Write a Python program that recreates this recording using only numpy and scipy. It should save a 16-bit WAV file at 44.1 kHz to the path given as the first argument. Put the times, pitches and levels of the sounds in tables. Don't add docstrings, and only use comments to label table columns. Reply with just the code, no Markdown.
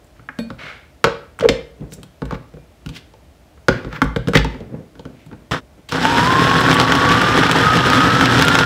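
import sys
import numpy as np
from scipy import signal
from scipy.fft import rfft, irfft, next_fast_len
from scipy.io import wavfile
from scipy.ndimage import uniform_filter1d

SR = 44100
rng = np.random.default_rng(int(sys.argv[2]) if len(sys.argv) > 2 else 0)


def generate_wav(sig):
    pcm = np.round(np.clip(np.atleast_2d(sig).T, -1, 1) * 32767).astype(np.int16)
    wavfile.write(sys.argv[1], SR, pcm)


N = 381465

# t/s, level/dB before a 2.5 dB trim,
# treble/dB over the usual balance
MOTOR_RUNS = [
    [(5.511, -14, -4), (5.533, -15, -4), (5.579, -22.5, -10), (5.605, -43, -7)],
    [(5.91, -30, 6), (5.93, -17, -1), (6.09, -13.5, 0.5), (6.8, -10, -2), (6.9, -11.5, -6.5),
     (8.65, -11, -0.5)],
]
# f/Hz, level/dB per Hz
ROAR_SPECTRUM = [(25, -38), (55, -8), (130, 0), (210, -4.5), (400, -4), (740, -14.5), (1100, -9.5),
                 (1850, -9), (2050, -13), (3600, -18.5), (4200, -19.5), (5700, -26), (6300, -26),
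                 (8500, -38.5)]
# f/Hz, width/Hz of the first of two filters, level/dB
HOUSING_RESONANCES = [(165.6, 34, -5.5), (264, 54, -1), (492.5, 58, -10), (1310, 730, -10.5),
                      (3380, 700, -9), (5270, 690, -15.5), (7630, 600, -25.5)]
# t/s, f/Hz, level/dB
GEAR_WHINE = [(5.99, 807, -21), (6.1, 924, -22.5), (6.2, 946, -20.5), (6.3, 1037, -17), (6.5, 1100, -19),
              (6.65, 1090, -23.5), (6.76, 1141, -21), (6.95, 1122, -21.5), (7.1, 1138, -19.5),
              (7.3, 1200, -21.5), (7.45, 1232, -22), (7.6, 1231, -27), (7.69, 1265, -14),
              (7.86, 1236, -23.5), (8.05, 1280, -16.5), (8.2, 1320, -21.5), (8.3, 1298, -22),
              (8.4, 1360, -26), (8.48, 1410, -21), (8.65, 1414, -20.5)]
HUM_HZ, HUM_DB = 120.6, -26.5
# t/s, crack level/dB, clack level/dB, snap level/dB
LARGE_LUMPS = [(6.0286, -15, -19, -38), (6.097, -24, -22, -35), (6.6069, -18, -18, -21),
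               (6.729, -11, -4, -24), (6.742, -21, -22, -14), (6.7994, -3, 1, -23), (6.815, -8, -3, -28),
               (6.9522, -9, -4, -21), (7.216, -12, -4, -22), (7.1239, -8, -10, -34), (7.3776, -12, -6, -41),
               (7.434, -19, 1, -38), (7.5131, -4.5, -3, -16), (7.772, -10.5, -4, -47),
               (7.9332, -12, -1, -39), (8.2107, -6.5, 0, -38), (8.2566, -3.5, -9, -40),
               (8.321, -11, -15, -39), (8.3913, -8, -17, -21), (8.4131, -6, -7, -25), (8.4233, -1, -3, -22),
               (8.4492, -12, -13, -18), (8.4826, -1.5, -1, -12.5), (8.553, -3.5, 3.5, -29)]
# crack level/dB, clack level/dB, snap level/dB
SMALL_LUMP_DB = (-15, -8, -41)
LUMP_SPREAD_DB, LUMPS_FROM_S, LUMP_GAP_S = 5.5, 5.95, .07

# t/s, crack level/dB, worktop thud level/dB, bowl boom level/dB,
# wall clack level/dB, thud centre f/Hz, clack centre f/Hz
KNOCKS = [(0.195, -56, -37, -47, -37, 113, 1630), (0.2887, -41, -35, -41, -15.5, 280, 1620),
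          (0.5031, -28, -24.5, -28, -21.5, 166, 1340), (0.635, -55, -33.5, -47, -54, 150, 1340),
          (1.042, -1.5, -13.5, -5.5, 2.5, 164, 1370), (1.0704, -24.5, -23, -8.5, -12.5, 137, 1260),
          (1.3898, -45, -52, -49, -20, 51.1, 1590), (1.3976, -21, -29, -30, -28, 185, 902),
          (1.408, -19, -18.5, -22, -14, 186, 1570), (1.4483, -31, -17.5, -10, -14, 260, 1230),
          (1.4886, 0, -8.5, -3.5, -5, 269, 1810), (1.8074, -45, -21, -47, -62, 161, 1260),
          (1.922, -29, -30, -34.5, -37, 175, 1630), (1.9818, -53, -32, -45, -49, 161, 1430),
          (2.0315, -28.5, -34, -42, -35, 191, 1250), (2.2196, -29.5, -14.5, -19.5, -20, 206, 1180),
          (2.2541, -33, -27, -31, -35, 118, 1250), (2.3092, -26, -38, -24, -16.5, 135, 1220),
          (2.3233, -32, -15.5, -23, -20, 170, 1150), (2.3451, -31, -30, -24, -27, 116, 1290),
          (2.538, -50, -31, -34, -44, 159, 1470), (2.57, -53, -35, -30, -42, 127, 1420),
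          (2.8613, -26, -19, -52, -31, 83.4, 1610), (2.8904, -25.5, -23.5, -45, -36, 143, 1090),
          (3.1375, -42, -49, -39, -39.5, 61.9, 912), (3.576, -59, -54, -45.5, -42.5, 64.6, 1590),
          (3.6842, -5, -5.5, -2, 1, 166, 1490), (3.726, -38, -29, -45, -20, 118, 1570),
          (3.8469, -31, -19.5, -26, -25, 64.6, 1330), (3.928, -28.5, -24.5, -30, -23, 153, 1330),
          (4.0179, -12.5, -6, -17, 0, 283, 1400), (4.0424, -28, -14, -21.5, -36, 53.8, 972),
          (4.1617, -16.5, -9, -12, -13, 140, 1530), (4.2734, -21.5, -7, -30, -20.5, 182, 1320),
          (4.2846, -18, -15.5, -11, -16.5, 170, 1510), (4.335, -13, -17, -15, -10, 215, 1520),
          (4.353, -20, -1, -2, -26, 187, 1880), (4.372, 0.5, -15, -35, -8, 83.4, 1910),
          (4.3908, -21, -17.5, -41, -19, 62.3, 912), (4.4459, -17.5, -18.5, -19, -14.5, 283, 980),
          (4.5452, -38, -27, -37, -32, 269, 1070), (4.605, -37, -29, -27, -51, 240, 929),
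          (4.9541, -41, -37, -47, -39.5, 231, 1420), (4.9942, -30.5, -33, -30, -34.5, 183, 958),
          (5.0533, -35, -22.5, -31.5, -30, 266, 1400), (5.2633, -44, -30.5, -50, -45, 161, 977),
          (5.314, -47, -38, -49.5, -35, 299, 1280), (5.3297, -39, -40, -50.5, -33, 299, 1050),
          (5.89, -29, -36, -38, -35, 280, 1040), (5.9222, -11.5, -31, -35, -13.5, 240, 1380)]
# t/s, peak level/dB
EDGE_TICKS = [(0.0446, -43), (0.0687, -48), (1.3897, -28), (1.4486, -50), (1.4885, -25), (1.922, -33),
              (1.937, -24), (2.0315, -32), (2.2545, -41), (2.8614, -35), (2.8903, -32), (3.6844, -30),
              (4.0181, -23.5), (4.0413, -29), (4.1617, -33), (4.2735, -40), (4.2845, -26), (4.335, -24),
              (4.353, -27), (5.2629, -43), (5.9144, -32), (5.9224, -36)]
# f/Hz, level/dB, time to fall 60 dB/s
WORKTOP_TONES = [(54.8, -3.5, 0.26), (120, -8.5, 0.27), (153.9, 5.5, 0.089), (183, 1, 0.083),
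                 (262, 7.5, 0.056)]
BOWL_TONES = [(382.5, 0.5, 0.064), (445, 2, 0.034), (475.6, 7.5, 0.046), (549.4, -2.5, 0.12),
              (613, -5.5, 0.058), (755, -10, 0.095), (2315, -18, 0.248), (3680, -37, 0.16)]
WALL_TONES = [(915, -26, 0.042), (887, 0.5, 0.038), (1148, -4, 0.031), (1285, 3, 0.015), (1386, 3.5, 0.017),
              (1491, -3, 0.027), (1615, 3, 0.015), (1815, 5.5, 0.0084), (2127, -1.5, 0.022),
              (2350, -10.5, 0.043), (2780, 4.5, 0.0083)]
# f/Hz, level/dB, time to fall 60 dB/s
KNIFE_TONES = [(196, -6.5, 0.12), (230.3, -2.5, 0.17), (247, -9, .12), (474, -8.5, 0.09), (590, -7, 0.065),
               (646, -12.5, 0.076), (1560, -26, 0.22), (1860, -24, 0.086), (2283, -28, 0.16),
               (2450, -29, 0.2), (3600, -25, .09), (3828, -28, .12), (4400, -25.5, 0.2), (7784, -34, 0.13),
               (10210, -33, .1), (11880, -41, .1), (14500, -42, .1)]
KNIFE_S, KNIFE_DB = .388, -12.5
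# f/Hz, level/dB per Hz
CRACK_SPECTRUM = [(1200, -28), (2400, 1.5), (3200, 7), (4500, -1), (6500, -7.5), (9000, -21.5),
                  (15000, -49)]
SNAP_SPECTRUM = [(4000, -37), (7500, 9.5), (11000, -0.5), (16000, -4)]
SNAP_DB = -25
HEAD_ON_S, LOW_TONES = 3.6, 6
LID_SEATED_S, LOOSE_HZ, SEATED_HZ = 1.3, 563, 460

# t/s of the peak, peak level/dB, rise/s, fall/s, centre f/Hz
RUBS = [(.165, -57, 0.019, 0.14, 1540), (1.44, -26, 0.03, .01, 1580), (1.937, -39, 0.044, .03, 5860),
        (2.355, -35.5, .12, .015, 1430), (2.968, -32.5, 0.057, 0.043, 2760),
        (3.705, -34, 0.0096, 0.3, 1700), (3.964, -28, 0.1, 0.047, 1450), (4.354, -7.5, .016, 0.039, 1750),
        (4.5, -44.5, 0.053, 0.26, 1960), (5.2, -55.5, 0.24, 0.28, 2250), (5.89, -29.5, 0.0053, .055, 2900)]
FIZZ_DB = -19.5
# t/s, level/dB
LID_DRAG = [(0.58, -57), (0.592, -36.5), (0.646, -33), (0.716, -36.5), (0.92, -65)]
# f/Hz, width/Hz of the first filter, level/dB
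LID_RESONANCES = [(595, 236, 4.5), (1435, 590, 12.5), (2130, 210, 8.5), (3000, 780, -3), (3670, 500, -10)]
# t/s of the peak, peak level/dB, rise/s, fall/s
SHUFFLES = [(1.822, -32.5, .06, 0.17), (1.986, -35.5, .02, 0.053), (2.87, -39, 0.056, 0.32),
            (3.745, -30, .02, 0.25), (3.884, -27, .1, 0.029), (3.995, -30, 0.054, 0.011),
            (4.465, -27, 0.018, 0.061), (4.558, -27, 0.037, 0.026), (4.615, -30, 0.032, .05),
            (4.748, -30.5, 0.3, 0.23), (5.006, -40, .1, 0.034), (5.058, -35, 0.019, 0.19),
            (5.268, -53, .04, .15), (5.335, -31, 0.046, 0.038), (5.42, -46, .3, .1),
            (5.605, -45, .02, 0.16), (5.788, -42, 0.057, .07)]
# f/Hz, level/dB per Hz
SHUFFLE_SPECTRUM = [(24, -38.5), (40, -14), (117, 1), (183, 0), (360, -5), (500, -6), (719, -20.5),
                    (2500, -37), (3250, -52.5), (5500, -120)]
# t/s of the peak, peak level/dB, f/Hz, half length/s
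RIM_SQUEAKS = [(1.429, -7.5, 550, 0.003), (1.447, -4.5, 465, 0.0083), (1.46, 2, 472, 0.0043),
               (1.476, -17, 457, 0.01)]
SWING_DB = 30

# f/Hz, level/dB per Hz
AIR_SPECTRUM = [(15, -80), (25, -40), (42, -13.5), (64, -1.5), (92, -11.5), (263, -18), (317, -16),
                (363, -19.5), (545, -24), (591, -17), (962, -28.5), (2910, -34.5), (16000, -48.5)]
AIR_DB, FRIDGE_HZ, FRIDGE_DB = -48.5, 59, -62.5
# f/Hz, time to fall 60 dB/s
KITCHEN_DECAY = [(125, 0.4), (500, 0.45), (2000, 0.43), (5000, 0.37), (12000, 0.21)]
KITCHEN_DB, TURN_S = -11.5, .23
MIC_HZ, EDGE_HZ = 42.3, 15750
RING_SAMPLES = SR // 3


def motor():
    out = np.zeros(N)
    add_roar(out)
    add_whine_and_hum(out)
    add_food_lumps(out)
    return out


def add_roar(mix):
    for rows in MOTOR_RUNS:
        start_s, (level_db, treble_db) = unroll(rows)
        size = len(level_db)
        unevenness_db = 1.75 * wander(size, 0.0022) + 2.0 * wander(size, 0.034)
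        rattle = rng.standard_normal(size) * amp(unevenness_db)
        drive = evened(rattle) + 0.52 * patter(size)
        body = np.zeros(size)
        for hz, width, db in HOUSING_RESONANCES:
            body += amp(db) * evened(resonate(resonate(drive, hz, width), hz, 2 * width))
        brush_band = signal.butter(N=1, Wn=[7000, 11000], btype="band", fs=SR, output="sos")
        brushes = evened(signal.sosfilt(brush_band, rattle))
        roar = colour(drive, ROAR_SPECTRUM + [(SR / 2, -70)])
        roar = roar + 0.35 * body + amp(-31.5) * brushes
        treble_filter = signal.butter(N=2, Wn=1800, btype="high", fs=SR, output="sos")
        treble = evened(signal.sosfilt(treble_filter, roar))
        roar = evened(roar) * amp(level_db - 2.5)
        roar += treble * amp(level_db - 16.5) * (amp(treble_db) - 1)
        add(mix, start_s, roar * signal.windows.tukey(size, .004))


def patter(size):
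    t, out = np.arange(600) / SR, np.zeros(size)
    for hz in np.geomspace(700, 9000, num=14):
        strength = amp(3.5 * np.minimum(rng.exponential(1, size), 3))
        bits = strength * (rng.random(size) < 110 / SR)
        tick_hz = hz * rng.uniform(0.824, 1.245)
        tick = np.sin(2 * np.pi * tick_hz * t) * np.exp(-t * hz / 1.87)
        out += signal.oaconvolve(bits, evened(tick))[:size]
    return evened(out)


def add_whine_and_hum(mix):
    start_s, (hz, db) = unroll(GEAR_WHINE)
    size = len(hz)
    t = np.arange(size) / SR
    wobble = 0.006 * wander(size, 0.014) + 0.0074 * wander(size, 0.0044)
    turns = np.cumsum(hz * (1 + wobble)) / SR
    fuzz = evened(resonate(rng.standard_normal(size), hz, 54))
    mesh = np.sin(2 * np.pi * turns) + 0.24 * fuzz
    mesh *= np.clip((t - .035) / 0.017, 0, 1)
    add(mix, start_s, np.sqrt(2) * amp(db + 0.7 * wander(size, 0.0033)) * mesh)
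    hum_turns = np.cumsum(HUM_HZ * (1 + 0.0037 * wander(size, 0.03))) / SR
    hum = np.sin(2 * np.pi * hum_turns) * np.minimum(t / .15, 1)
    add(mix, start_s, np.sqrt(2) * amp(HUM_DB + 1.8 * wander(size, 0.088)) * hum)


def add_food_lumps(mix):
    damping = amp(-60 * np.arange(RING_SAMPLES) / SR / 0.062)
    for s, crack_db, clack_db, snap_db in [*LARGE_LUMPS, *small_lumps()]:
        clack = ring(WALL_TONES, 0.00035) * damping
        add(mix, s, crack(crack_db, snap_db, 0.0069) + amp(clack_db) * clack)


def small_lumps():
    s = np.arange(LUMPS_FROM_S, N / SR - LUMP_GAP_S, LUMP_GAP_S)
    s = s + LUMP_GAP_S * rng.random(len(s))
    spread = LUMP_SPREAD_DB * rng.standard_normal((len(s), len(SMALL_LUMP_DB)))
    return np.c_[s, SMALL_LUMP_DB + spread]


def knocks():
    out = np.zeros(N)
    for s, crack_db, thud_db, boom_db, clack_db, thud_hz, clack_hz in KNOCKS:
        bowl = BOWL_TONES if s < HEAD_ON_S else BOWL_TONES[:LOW_TONES]
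        boom_hz = LOOSE_HZ if s < LID_SEATED_S else SEATED_HZ
        add(out, s, crack(crack_db, crack_db + SNAP_DB, 0.0069))
        add(out, s, amp(clack_db) * ring(WALL_TONES, 0.0021, clack_hz, fall_db=17.5))
        add(out, s, amp(boom_db) * ring(bowl, 0.0039, boom_hz, fall_db=9.5))
        add(out, s, amp(thud_db) * ring(WORKTOP_TONES, 0.0091, thud_hz, fall_db=8.0))
    for s, db in EDGE_TICKS:
        add(out, s, amp(db) * burst(SNAP_SPECTRUM, 0.0041))
    add(out, KNIFE_S, amp(KNIFE_DB) * knife())
    return out


def knife():
    steel = ring(KNIFE_TONES, 0.0058, detune=.002)
    steel += amp(-9.5) * ring(WALL_TONES, 0.00058) + crack(-9.5, -21, 0.016)
    steel *= np.clip((.125 - np.arange(len(steel)) / SR) / .02, 0, 1)
    return steel + amp(-16) * ring(WORKTOP_TONES, 0.0115)


def crack(crack_db, snap_db, t60):
    return amp(crack_db) * burst(CRACK_SPECTRUM, t60) + amp(snap_db) * burst(SNAP_SPECTRUM, 0.49 * t60)


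def burst(points, t60):
    t = np.arange(RING_SAMPLES // 4) / SR
    flash, rattle = amp(-60 * t / t60), amp(-4.5 - 60 * t / 0.044)
    out = colour(rng.standard_normal(len(t)), points) * (flash + rattle)
    return np.pad(out / abs(out).max(), (0, RING_SAMPLES - len(t)))


def ring(modes, rise_s, centre_hz=None, fall_db=0, detune=0.017):
    hz, db, t60 = np.transpose(modes)[:, :, None]
    t = np.arange(min(RING_SAMPLES, int(t60.max() * SR))) / SR
    level_chance, pitch_chance = rng.standard_normal((2, len(modes), 1))
    octaves = abs(np.log2(hz / (centre_hz or hz)))
    db = db + 2 * level_chance - fall_db * np.minimum(octaves, 1)
    tones = amp(db - 60 * t / t60) * np.sin(2 * np.pi * hz * (1 + detune * pitch_chance) * t)
    out = tones.sum(0) * (1 - np.exp(-t / rise_s))
    return np.pad(out / abs(out).max(), (0, RING_SAMPLES - len(t)))


def handling():
    out = np.zeros(N)
    add_rubs(out)
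    add_lid_drag(out)
    add_shuffles(out)
    add_squeaks(out)
    return out


def add_rubs(mix):
    for *stroke, hz in RUBS:
        s, gain = swell(*stroke)
        rub = slips(len(gain))
        hiss = evened(resonate(resonate(rub, hz, 0.47 * hz), hz, 4.7 * hz))
        fizz = evened(np.gradient(rub))
        add(mix, s, gain * (hiss + amp(FIZZ_DB) * fizz))


def add_lid_drag(mix):
    s, (level_db,) = unroll(LID_DRAG)
    rub = slips(len(level_db))
    scrape = np.zeros(len(rub))
    for hz, width, db in LID_RESONANCES:
        tone = resonate(rub, hz, width)
        tone = resonate(resonate(tone, 2000, 4060), 2000, 3840)
        scrape += amp(db) * evened(tone)
    add(mix, s, amp(level_db) * evened(scrape))


def add_shuffles(mix):
    rumble = colour(rng.standard_normal(N) * amp(2.1 * wander(N, 0.014)), SHUFFLE_SPECTRUM)
    for stroke in SHUFFLES:
        s, gain = swell(*stroke)
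        add(mix, s, gain * rumble[round(s * SR):][:len(gain)])


def add_squeaks(mix):
    t = np.arange(-2000, 2000) / SR
    for s, db, hz, half_s in RIM_SQUEAKS:
        add(mix, s + t[0], amp(db) * np.exp(-(t / half_s) ** 2) * np.sin(2 * np.pi * hz * t))


def slips(size):
    return rng.standard_normal(size) * amp(1.9 * wander(size, 0.00071))


def swell(peak_s, peak_db, rise_s, fall_s):
    t = np.arange(-rise_s, fall_s, 1 / SR)
    gain = amp(peak_db - SWING_DB * np.maximum(-t / rise_s, t / fall_s))
    return peak_s - rise_s, gain * signal.windows.tukey(len(t), .1)


def room_tone():
    hum = np.sin(2 * np.pi * FRIDGE_HZ * np.arange(N) / SR) * amp(FRIDGE_DB + 3.0 * wander(N, .03))
    air = colour(rng.standard_normal(N), AIR_SPECTRUM)
    return amp(AIR_DB) * air + np.sqrt(2) * hum


def kitchen(x):
    taps = np.zeros((3, SR))
    at = np.arange(300, SR - 20, 20) + rng.integers(0, 20, (3, (SR - 301) // 20))
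    np.put_along_axis(taps, at, rng.choice([-1., 1.], at.shape), axis=1)
    hz, t, bands = signal.stft(taps, SR, nperseg=256)
    decay = amp(-60 * t / read(KITCHEN_DECAY, hz)[:, None])
    tail = signal.istft(bands * decay, SR, nperseg=256)[1]
    phase = np.arange(N) / SR / TURN_S + np.arange(3)[:, None] / 3
    turn = np.sqrt(2 / 3) * np.cos(np.pi * phase)
    echoes = signal.fftconvolve(x * turn, tail / np.linalg.norm(tail[0]), axes=1)
    return echoes[:, :N].sum(axis=0)


def amp(db):
    return 10 ** (np.asarray(db) / 20)


def evened(x):
    return x / np.sqrt(np.mean(x ** 2) + 1e-20)


def read(points, hz):
    f, value = np.transpose(points)
    return np.interp(np.log(hz + 1), np.log(f + 1), value)


def add(mix, s, sound):
    part = mix[round(s * SR):][:len(sound)]
    part += sound[:len(part)]


def colour(x, points):
    size = next_fast_len(len(x))
    gain = amp(read(points, np.fft.rfftfreq(size, 1 / SR)))
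    return evened(irfft(rfft(x, size) * gain, size)[:len(x)])


def resonate(x, hz, width):
    turn = np.exp(2j * np.pi * np.cumsum(hz * np.ones(len(x))) / SR)
    r = np.exp(-np.pi * width / SR)
    return 2 * (turn * signal.lfilter([1 - r], [1, -r], x / turn)).real


def wander(size, span_s):
    width = max(int(span_s * SR), 2)
    smooth = uniform_filter1d(rng.standard_normal(size), width)
    return evened(uniform_filter1d(smooth, width))


def unroll(rows):
    s, *columns = np.transpose(rows)
    t = np.arange(s[0], s[-1], 1 / SR)
    return s[0], [np.interp(t, s, c) for c in columns]


def scene():
    struck = knocks() + handling()
    return (motor() + struck + amp(KITCHEN_DB) * kitchen(struck) + room_tone())[None]


def record(dry):
    bass_cut = signal.butter(4, MIC_HZ, "high", fs=SR, output="sos")
    clipped = np.clip(signal.sosfilt(bass_cut, dry), -1, 1)
    band_limit = signal.firwin(511, EDGE_HZ, window=("kaiser", 9), fs=SR)[None]
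    return np.clip(signal.oaconvolve(clipped, band_limit, "same"), -1, 1)


dry = scene()
out = record(dry)
generate_wav(out)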